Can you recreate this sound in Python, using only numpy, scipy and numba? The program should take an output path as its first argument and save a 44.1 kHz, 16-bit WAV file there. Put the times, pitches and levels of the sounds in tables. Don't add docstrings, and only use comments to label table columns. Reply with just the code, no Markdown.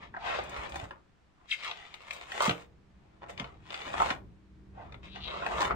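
import sys
import numpy as np
from scipy import signal
from scipy.fft import rfft, irfft, next_fast_len
from scipy.io import wavfile
from scipy.ndimage import map_coordinates
from numba import njit

SR = 44100
rng = np.random.default_rng(int(sys.argv[2]) if len(sys.argv) > 2 else 0)


def master(y):
    cut = np.clip(np.atleast_2d(y).T, -1, 1)
    pcm = np.round(cut * 32767)
    wavfile.write(sys.argv[1], SR, pcm.astype(np.int16))


N = 253575


def amp(db):
    return 10 ** (np.asarray(db) / 20)


def unit(x):
    return x / np.sqrt(np.mean(x ** 2) + 1e-20)


def along(points, hz):
    freqs, values = np.transpose(points)
    return np.interp(np.log(hz + 1), np.log(freqs + 1), values)


def curves(rows):
    times, *columns = np.transpose(rows)
    return np.array([np.interp(np.arange(N) / SR, times, column) for column in columns])


def wobble(rate):
    points = rng.standard_normal(int(N * rate / SR) + 4)
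    return map_coordinates(points, [np.arange(N) * rate / SR])


def swell(t, start, rise, hold, fall):
    ramp_db, bend = 19.5, 1.305
    away = np.maximum((start - t) / rise, 0) + np.maximum((t - start - hold) / fall, 0)
    return amp(-ramp_db * np.minimum(away, 10) ** bend)


def add(track, start, sound):
    part = track[round(start * SR):][:len(sound)]
    part += sound[:len(part)]


def filtered(x, response):
    size = next_fast_len(N + SR // 2)
    return irfft(rfft(x, size) * response(np.fft.rfftfreq(size, 1 / SR)), size)[..., :N]


def coloured(x, spectrum, size=4096):
    gains = amp(along(spectrum, np.fft.rfftfreq(size, 1 / SR)))
    cepstrum = irfft(np.log(gains))
    cepstrum[1:size // 2] *= 2
    cepstrum[size // 2 + 1:] = 0
    impulse = irfft(np.exp(rfft(cepstrum)))
    return signal.fftconvolve(x, impulse / np.linalg.norm(impulse))[:len(x)]


@njit
def bandpass(x, step, damping):
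    out = np.zeros(len(x))
    low = band = 0.0
    for i in range(len(x)):
        low += step[i] * band
        band += step[i] * (x[i] - low - damping * band)
        out[i] = damping * band
    return out


def stereo_noise(spectrum, width):
    mid, side = (coloured(rng.standard_normal(N), spectrum) for _ in range(2))
    return unit(np.array([mid + width * side, mid - width * side]))


def room_air():
    # f/Hz, level/dB
    spectrum = [(20, 1.5), (55, -6), (170, -5), (370, -11), (1000, -13.5), (2000, -18), (4000, -26),
                (8000, -35.5), (15000, -60.5)]
    return amp(-66.5) * stereo_noise(spectrum, width=0.85)


def room_hum():
    # f/Hz, level/dB
    tones = [(64.6, -61.5), (193.8, -66), (312.2, -67.5)]
    # t/s, gain/dB
    growth = [(0, -16), (1.4, -17), (2.3, -7.5), (2.9, -4), (4.4, 1), (5.75, 9.5)]
    t = np.arange(N) / SR
    hum = np.zeros(N)
    for hz, db in tones:
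        hum += amp(db + 2.8 * wobble(3.7)) * np.sin(2 * np.pi * hz * t + 0.4 * wobble(9))
    return amp(curves(growth)[0]) * hum


def hand_rumble():
    # t/s, relative level/dB
    levels = [(0.0, -61.5), (0.78, -56.5), (1.2, -78.5), (1.55, -74.5), (2.69, -66), (2.95, -66.5),
              (3.19, -66.5), (3.38, -56), (3.78, -67.5), (4.03, -52), (4.51, -65), (4.82, -56.5),
              (5.48, -57), (5.75, -44)]
    # f/Hz, level/dB
    spectrum = [(15, -35.5), (35, -7.5), (60, 6), (85, -2), (125, -2.5), (190, -4.5), (260, -12),
                (400, -12.5), (900, -66)]
    gain = amp(curves(levels)[0] + 4.5 + 1.3 * wobble(9))
    return gain * stereo_noise(spectrum, width=0.32)


def room_echo(x, tail_db):
    # f/Hz, time to fade by 60 dB/s
    fade_times = [(100, 0.98), (500, 0.32), (2000, 0.18), (8000, 0.16), (15000, 0.38)]
    hz, t, noise = signal.stft(rng.standard_normal((2, SR // 2)), SR, nperseg=256)
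    fade = amp(-60 * t / along(fade_times, hz)[:, None])
    tail = signal.istft(noise * fade, SR, nperseg=256)[1]
    tail *= np.arange(tail.shape[1]) > .006 * SR
    return x + amp(tail_db) * signal.fftconvolve(x, tail / np.linalg.norm(tail[0]), axes=1)[:, :N]


def near_echoes(x, near_db, fade_s, count=5):
    t = np.arange(SR // 10) / SR
    weights = np.array([wobble(14) for _ in range(count)])
    weights /= np.linalg.norm(weights, axis=0)
    out = x.copy()
    for weight in weights:
        paths = rng.standard_normal((2, len(t))) * amp(-60 * t / fade_s) * (t > .0007)
        paths /= np.linalg.norm(paths[0])
        out += amp(near_db) * signal.fftconvolve(x * weight, paths, axes=1)[:, :N]
    return out


def desk_ring(t):
    # f/Hz, level/dB, time to fade by 60 dB/s
    tones = [(130.4, -0.5, 0.34), (175, 0.5, 0.29), (291.5, -0.5, 0.2), (407, -1.5, 0.079),
             (471, -13.5, 0.51), (566, -39, 0.3), (600, -25.5, 0.065), (675, -5.5, 0.17)]
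    ring = np.zeros(len(t))
    for hz, db, fade_s in tones:
        gain = amp(db + rng.normal(0, 0.92) - 60 * t / fade_s)
        ring += gain * np.sin(2 * np.pi * hz * t + rng.uniform(0, 2 * np.pi))
    return ring * (1 - np.exp(-t / .004))


def landing_thumps():
    # t/s, relative level/dB, f/Hz of the air's swing
    blows = [(0.584, -34, 60.4), (0.828, -33.5, 99), (2.480, -17.5, 212), (2.504, -25, 115.5),
             (3.402, -30.5, 213), (3.425, -34, 199), (3.868, -42, 270), (4.108, -35, 244),
             (5.679, -40, 75.6)]
    t = np.arange(SR // 2) / SR
    out = np.zeros(N)
    for start, db, push_hz in blows:
        cycles = t * push_hz
        push = 2.86 * cycles * np.exp(-cycles / 0.55) * np.sin(2 * np.pi * cycles)
        add(out, start, amp(db) * (push + amp(-16.0) * desk_ring(t)))
    return out * amp([[-1.0], [1.0]])


def placed(x, offset):
    # f/Hz, level/dB
    balance = [(100, -8), (350, 1), (550, 1), (850, -2), (1200, 0.5), (2000, 3), (3500, 10), (5500, -2.5),
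               (15000, 1)]
    # f/Hz, phase/rad
    lag = [(100, 0.098), (300, 0.66), (500, 1.85), (800, 1.91), (1250, 1.87), (2000, 1.6), (3000, 2.16),
           (4200, 5.24), (6000, 2.7), (14000, 8.7)]
    side = np.array([[1], [-1]])

    def response(hz):
        return amp(side * along(balance, hz) / 2) * np.exp(-.5j * offset * along(lag, hz) * side)
    return filtered(x, response)


def edge_rasp():
    # t/s at full strength, rise/s, hold/s, fall/s, relative level/dB, catch rate/Hz
    drags = [(5.139, .08, .02, 0.056, -52.5, 300), (5.225, 0.033, 0.035, 0.22, -44, 160)]
    # f/Hz, level/dB
    spectrum = [(1000, -29), (2000, -14), (2700, 3), (3400, 2), (4100, 3), (5000, -17), (9000, -41),
                (15000, -58)]
    slowing = 3
    t = np.arange(N) / SR
    out = np.zeros(N)
    for start, rise, hold, fall, db, rate in drags:
        pace = rate * 2 ** np.clip(-slowing * (t - start), -1, 1) * np.exp(0.28 * wobble(150))
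        slips = np.diff(np.floor(np.cumsum(pace) / SR), prepend=0)
        out += unit(slips * amp(2.2 * wobble(130))) * amp(db) * swell(t, start, rise, hold, fall)
    return placed(coloured(out, spectrum), offset=0.55)


def edge_flicks():
    # t/s, starting f/Hz, time for the loose part to double/s, level/dB, roughness/rad
    flicks = [(1.508, 4866, .0145, -28, 0.47), (1.631, 1908, .055, -43.5, 1.0)]
    t = np.arange(N) / SR
    note = np.zeros(N)
    for start, start_hz, doubling_s, db, roughness in flicks:
        growth = (t - start) / doubling_s
        hz = start_hz / (1 + np.maximum(growth, 0))
        gain = amp(db) * swell(growth, start=0.41, rise=0.41, hold=0.56, fall=1)
        note += gain * np.sin(2 * np.pi * np.cumsum(hz) / SR + roughness * wobble(900))
    sheet_beneath = amp(-7.0) * np.interp(t - .017, t, note)
    return placed(note + sheet_beneath, offset=0.55)


def sleeve_plucks():
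    # t/s, relative level/dB, f/Hz around which four tones cluster
    plucks = [(0.140, -32.5, 1277), (0.165, -30, 1250), (2.406, -23.5, 1170), (2.458, -21.5, 1070),
              (4.001, -17, 915), (4.019, -21, 1022), (4.777, -44, 864), (4.797, -42, 780),
              (5.616, -25, 1174)]
    rebound_s, rebound_db = 0.0055, 0.5
    t = np.arange(SR // 20) / SR
    envelope = amp(-60 * t / 0.032) * (1 - np.exp(-t / 0.00045)) ** 2
    out = np.zeros(N)
    for start, db, centre_hz in plucks:
        for delay, gain_db in ((0, 0), (rebound_s, rebound_db)):
            pitches = centre_hz * np.exp(0.24 * rng.standard_normal(4))
            ring = sum(np.sin(2 * np.pi * hz * t) for hz in pitches) / 2
            add(out, start + delay, amp(db + gain_db) * ring * envelope)
    return placed(out, offset=0.96)


def page_resonance(x, hz, boost_db, width):
    ring = bandpass(x, 2 * np.pi * np.clip(hz, 100, 5000) / SR, width)
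    boost = amp(boost_db)
    return (x + boost * ring) / np.sqrt(1 + width * boost ** 2 + boost)


def sheet(flex, slide, hiss, span_hz):
    # f/Hz, level/dB
    flex_tone = [(60, -22), (200, -16), (400, -7), (600, -2.5), (780, -5.5), (1200, -3.5), (1500, -11),
                 (2000, -13.5), (3200, -30), (6000, -67)]
    # f/Hz, level/dB
    slide_tone = [(500, -42.5), (1200, -14.5), (1800, -0.5), (2400, -1.5), (3400, -7), (5000, -14.5),
                  (7000, -23), (12000, -72)]
    # f/Hz, level/dB
    hiss_tone = [(2500, -34), (4500, -5), (7000, 2.5), (9000, -2), (11000, -33.5), (13500, -14),
                 (16000, -26)]
    usual_slide_hz, usual_span_hz = 2340, 900
    flex_hz = span_hz * np.exp(0.13 * wobble(25))
    slide_hz = usual_slide_hz * (span_hz / usual_span_hz) ** 0.44 * np.exp(0.24 * wobble(25))
    low = page_resonance(coloured(flex, flex_tone), flex_hz, boost_db=4.5, width=0.9)
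    middle = page_resonance(coloured(slide, slide_tone), slide_hz, boost_db=4.0, width=0.66)
    return low + middle + amp(0.73) * coloured(hiss, hiss_tone)


def catches(rate, uneven, spread_db, count=4000):
    gap, size = rng.standard_normal((2, count))
    at = (np.cumsum(np.exp(uneven * gap)) * SR / rate).astype(int)
    strength = amp(spread_db * np.clip(size, -2, 2))
    return unit(np.bincount(at[at < N], strength[at < N], N))


def hand_strokes():
    # t/s at full speed, rise/s, hold/s, fall/s, bending level/dB, sliding level/dB,
    # hiss level/dB, share of separate catches (0-1), f/Hz of the page's free part
    pushes = np.array([(0.023, 0.035, 0.011, 0.061, -49, -52.5, -79, 0.03, 710),
                       (0.144, 0.012, 0.031, .035, -48.5, -67, -100, 0.26, 1170),
                       (0.274, 0.072, 0.077, 0.11, -34, -40.5, -63, 0.08, 980),
                       (0.594, 0.29, 0.063, .04, -41.5, -47.5, -66.5, 0.25, 794),
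                       (0.75, .11, 0.074, 0.078, -44.5, -51.5, -64.5, 0.5, 750),
                       (0.905, .02, 0.022, 0.076, -55.5, -77, -91, 0.7, 990),
                       (1.409, 0.055, 0.047, .022, -64.5, -83, -91, .4, 940),
                       (1.517, .033, .018, 0.032, -65, -39, -56, 0.2, 1500),
                       (1.659, 0.14, .012, 0.11, -51.5, -42.5, -65, 0.23, 1200),
                       (1.774, .036, 0.051, 0.27, -56, -54, -73.5, 0.3, 1050),
                       (2.114, 0.19, .12, 0.025, -53, -53, -68, 0.54, 950),
                       (2.425, .17, 0.053, 0.081, -36.5, -39, -50.5, 0.37, 1050),
                       (2.594, 0.056, 0.027, 0.037, -54, -56, -67.5, 0.4, 820),
                       (3.05, 0.18, 0.12, .1, -70.5, -80, -100, 0.2, 780),
                       (3.219, 0.011, 0.0074, 0.082, -46.5, -63.5, -87, 0.6, 770),
                       (3.293, .014, .007, 0.052, -47.5, -53.5, -66, .26, 750),
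                       (3.388, 0.035, 0.006, 0.17, -47, -56, -74, 0.4, 860),
                       (3.748, .11, 0.14, .036, -46.5, -47.5, -64.5, 0.54, 1000),
                       (4.007, 0.18, 0.097, 0.058, -35.5, -43, -56.5, 0.33, 870),
                       (4.785, .065, 0.038, .2, -52.5, -67.5, -91, .1, 760),
                       (5.039, 0.015, .01, 0.091, -54.5, -55, -77, 0.4, 1050),
                       (5.159, 0.026, 0.011, 0.077, -48.5, -52.5, -83, 0.03, 1050),
                       (5.31, 0.089, 0.22, .075, -40.5, -50, -72.5, .25, 860),
                       (5.62, 0.2, .033, 0.057, -30, -42, -54, .33, 990),
                       (5.702, 0.014, 0.016, 0.025, -30, -50, -79, 0.29, 1100)])
    t = np.arange(0, N, SR // 1000) / SR
    envelopes = np.array([swell(t, *push[:4]) for push in pushes]) ** 2
    power = amp(pushes[:, 4:7].T) ** 2
    weight = power.sum(axis=0)[:, None] * envelopes
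    share_and_pitch = pushes[:, 7:].T @ weight / weight.sum(axis=0)
    *forces, catch_share, span_hz = curves(
        np.column_stack([t, *np.sqrt(power @ envelopes), *share_and_pitch]))
    return np.array(forces), np.clip(catch_share, 0, 1), span_hz


def page_rustle(forces, catch_share, span_hz, patches=2):
    out = np.zeros((2, N))
    for offset in 1 + 0.49 * np.linspace(-1, 1, patches):
        slips = catches(rate=110, uneven=.55, spread_db=5.5)
        pressure = unit(amp(1.5 * wobble(60)))
        coarse = np.sqrt(catch_share) * slips * rng.choice([-1, 1], (3, N))
        fine = np.sqrt(1 - catch_share) * rng.standard_normal((3, N))
        flex, slide, hiss = (coarse + fine) * pressure * forces
        out += placed(sheet(flex, slide, hiss, span_hz), offset)
    return out / np.sqrt(patches)


def page_snaps(span_hz):
    # t/s, bending level/dB, crack level/dB, tick level/dB
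    buckles = [(0.167, -15.5, -30, -75), (0.389, -6.5, -20.5, -45), (0.4367, -26, -37, -33.5),
               (0.495, -24, -35, -32), (0.571, -30, -27, -38), (0.6948, -26, -35, -34),
               (0.758, -14, -19, -27), (0.9085, -16.5, -28, -49), (1.646, -40, -17.5, -28.5),
               (1.7118, -18, -14.5, -44.5), (1.941, -26, -21, -35.5), (2.0176, -32, -36, -44),
               (2.1077, -34, -12, -29.5), (2.1324, -33, -23, -25.5), (2.3194, -29, -14.5, -30.5),
               (2.4053, -4, -12.5, -26), (2.4212, -2.5, -22, -14), (2.4534, -8.5, -14, -18),
               (2.4573, -6, -12.5, -18.5), (2.4945, -2, -6, -29), (2.51, -13, -10, -45),
               (3.302, -30, -36, -36.5), (3.377, -33, -20, -50), (3.3977, -14, -10, -34.5),
               (3.443, -20, -24, -54), (3.705, -22, -22, -52), (3.743, -23, -14, -40),
               (3.8173, -18, -22, -40), (3.8657, -15, -23, -39), (3.9397, -8.5, -20, -48),
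               (4.0001, -6, -17, -30), (4.0192, -4, -16.5, -25), (4.1039, -9, -7, -34),
               (4.11, -7, -23, -47), (4.923, -27, -27, -54.5), (4.9432, -27, -31, -52.5),
               (5.159, -25, -24, -56), (5.4221, -9, -23, -60), (5.464, -5, -13, -31),
               (5.606, -4.5, -8, -21), (5.6168, -5, -8.5, -23), (5.6515, -22, -19, -29)]
    # f/Hz, level/dB
    tick_tone = [(2000, -27), (3800, -0.5), (7000, 4.5), (9000, -2), (11000, -19.5), (13500, -8.5),
                 (16000, -11.5)]
    flex_s, crack_s, tick_s = 0.056, 0.018, 0.064
    t = np.arange(SR // 10) / SR
    forces = np.zeros((3, N))
    for start, *levels in buckles:
        for track, db, fade_s in zip(forces, levels, (flex_s, crack_s, tick_s)):
            flurry = rng.standard_normal(len(t)) * amp(-60 * t / fade_s)
            flurry /= np.linalg.norm(flurry)
            flurry[0] += .55
            add(track, start, amp(db) * flurry)
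    flex, crack, tick = forces
    return placed(sheet(flex, crack, np.zeros(N), span_hz) + coloured(tick, tick_tone), offset=1.0)


def scene():
    forces, catch_share, span_hz = hand_strokes()
    pages = amp(-1.0) * page_rustle(forces, catch_share, span_hz)
    pages += page_snaps(span_hz) + sleeve_plucks() + edge_flicks() + edge_rasp()
    pages = near_echoes(pages, near_db=-1.5, fade_s=0.027)
    pages = room_echo(pages, tail_db=-7.0)
    return pages + landing_thumps() + room_hum() + hand_rumble() + room_air()


def record(dry):
    top_hz = 15750
    return filtered(dry, lambda hz: hz < top_hz)


dry = scene()
out = record(dry)
master(out)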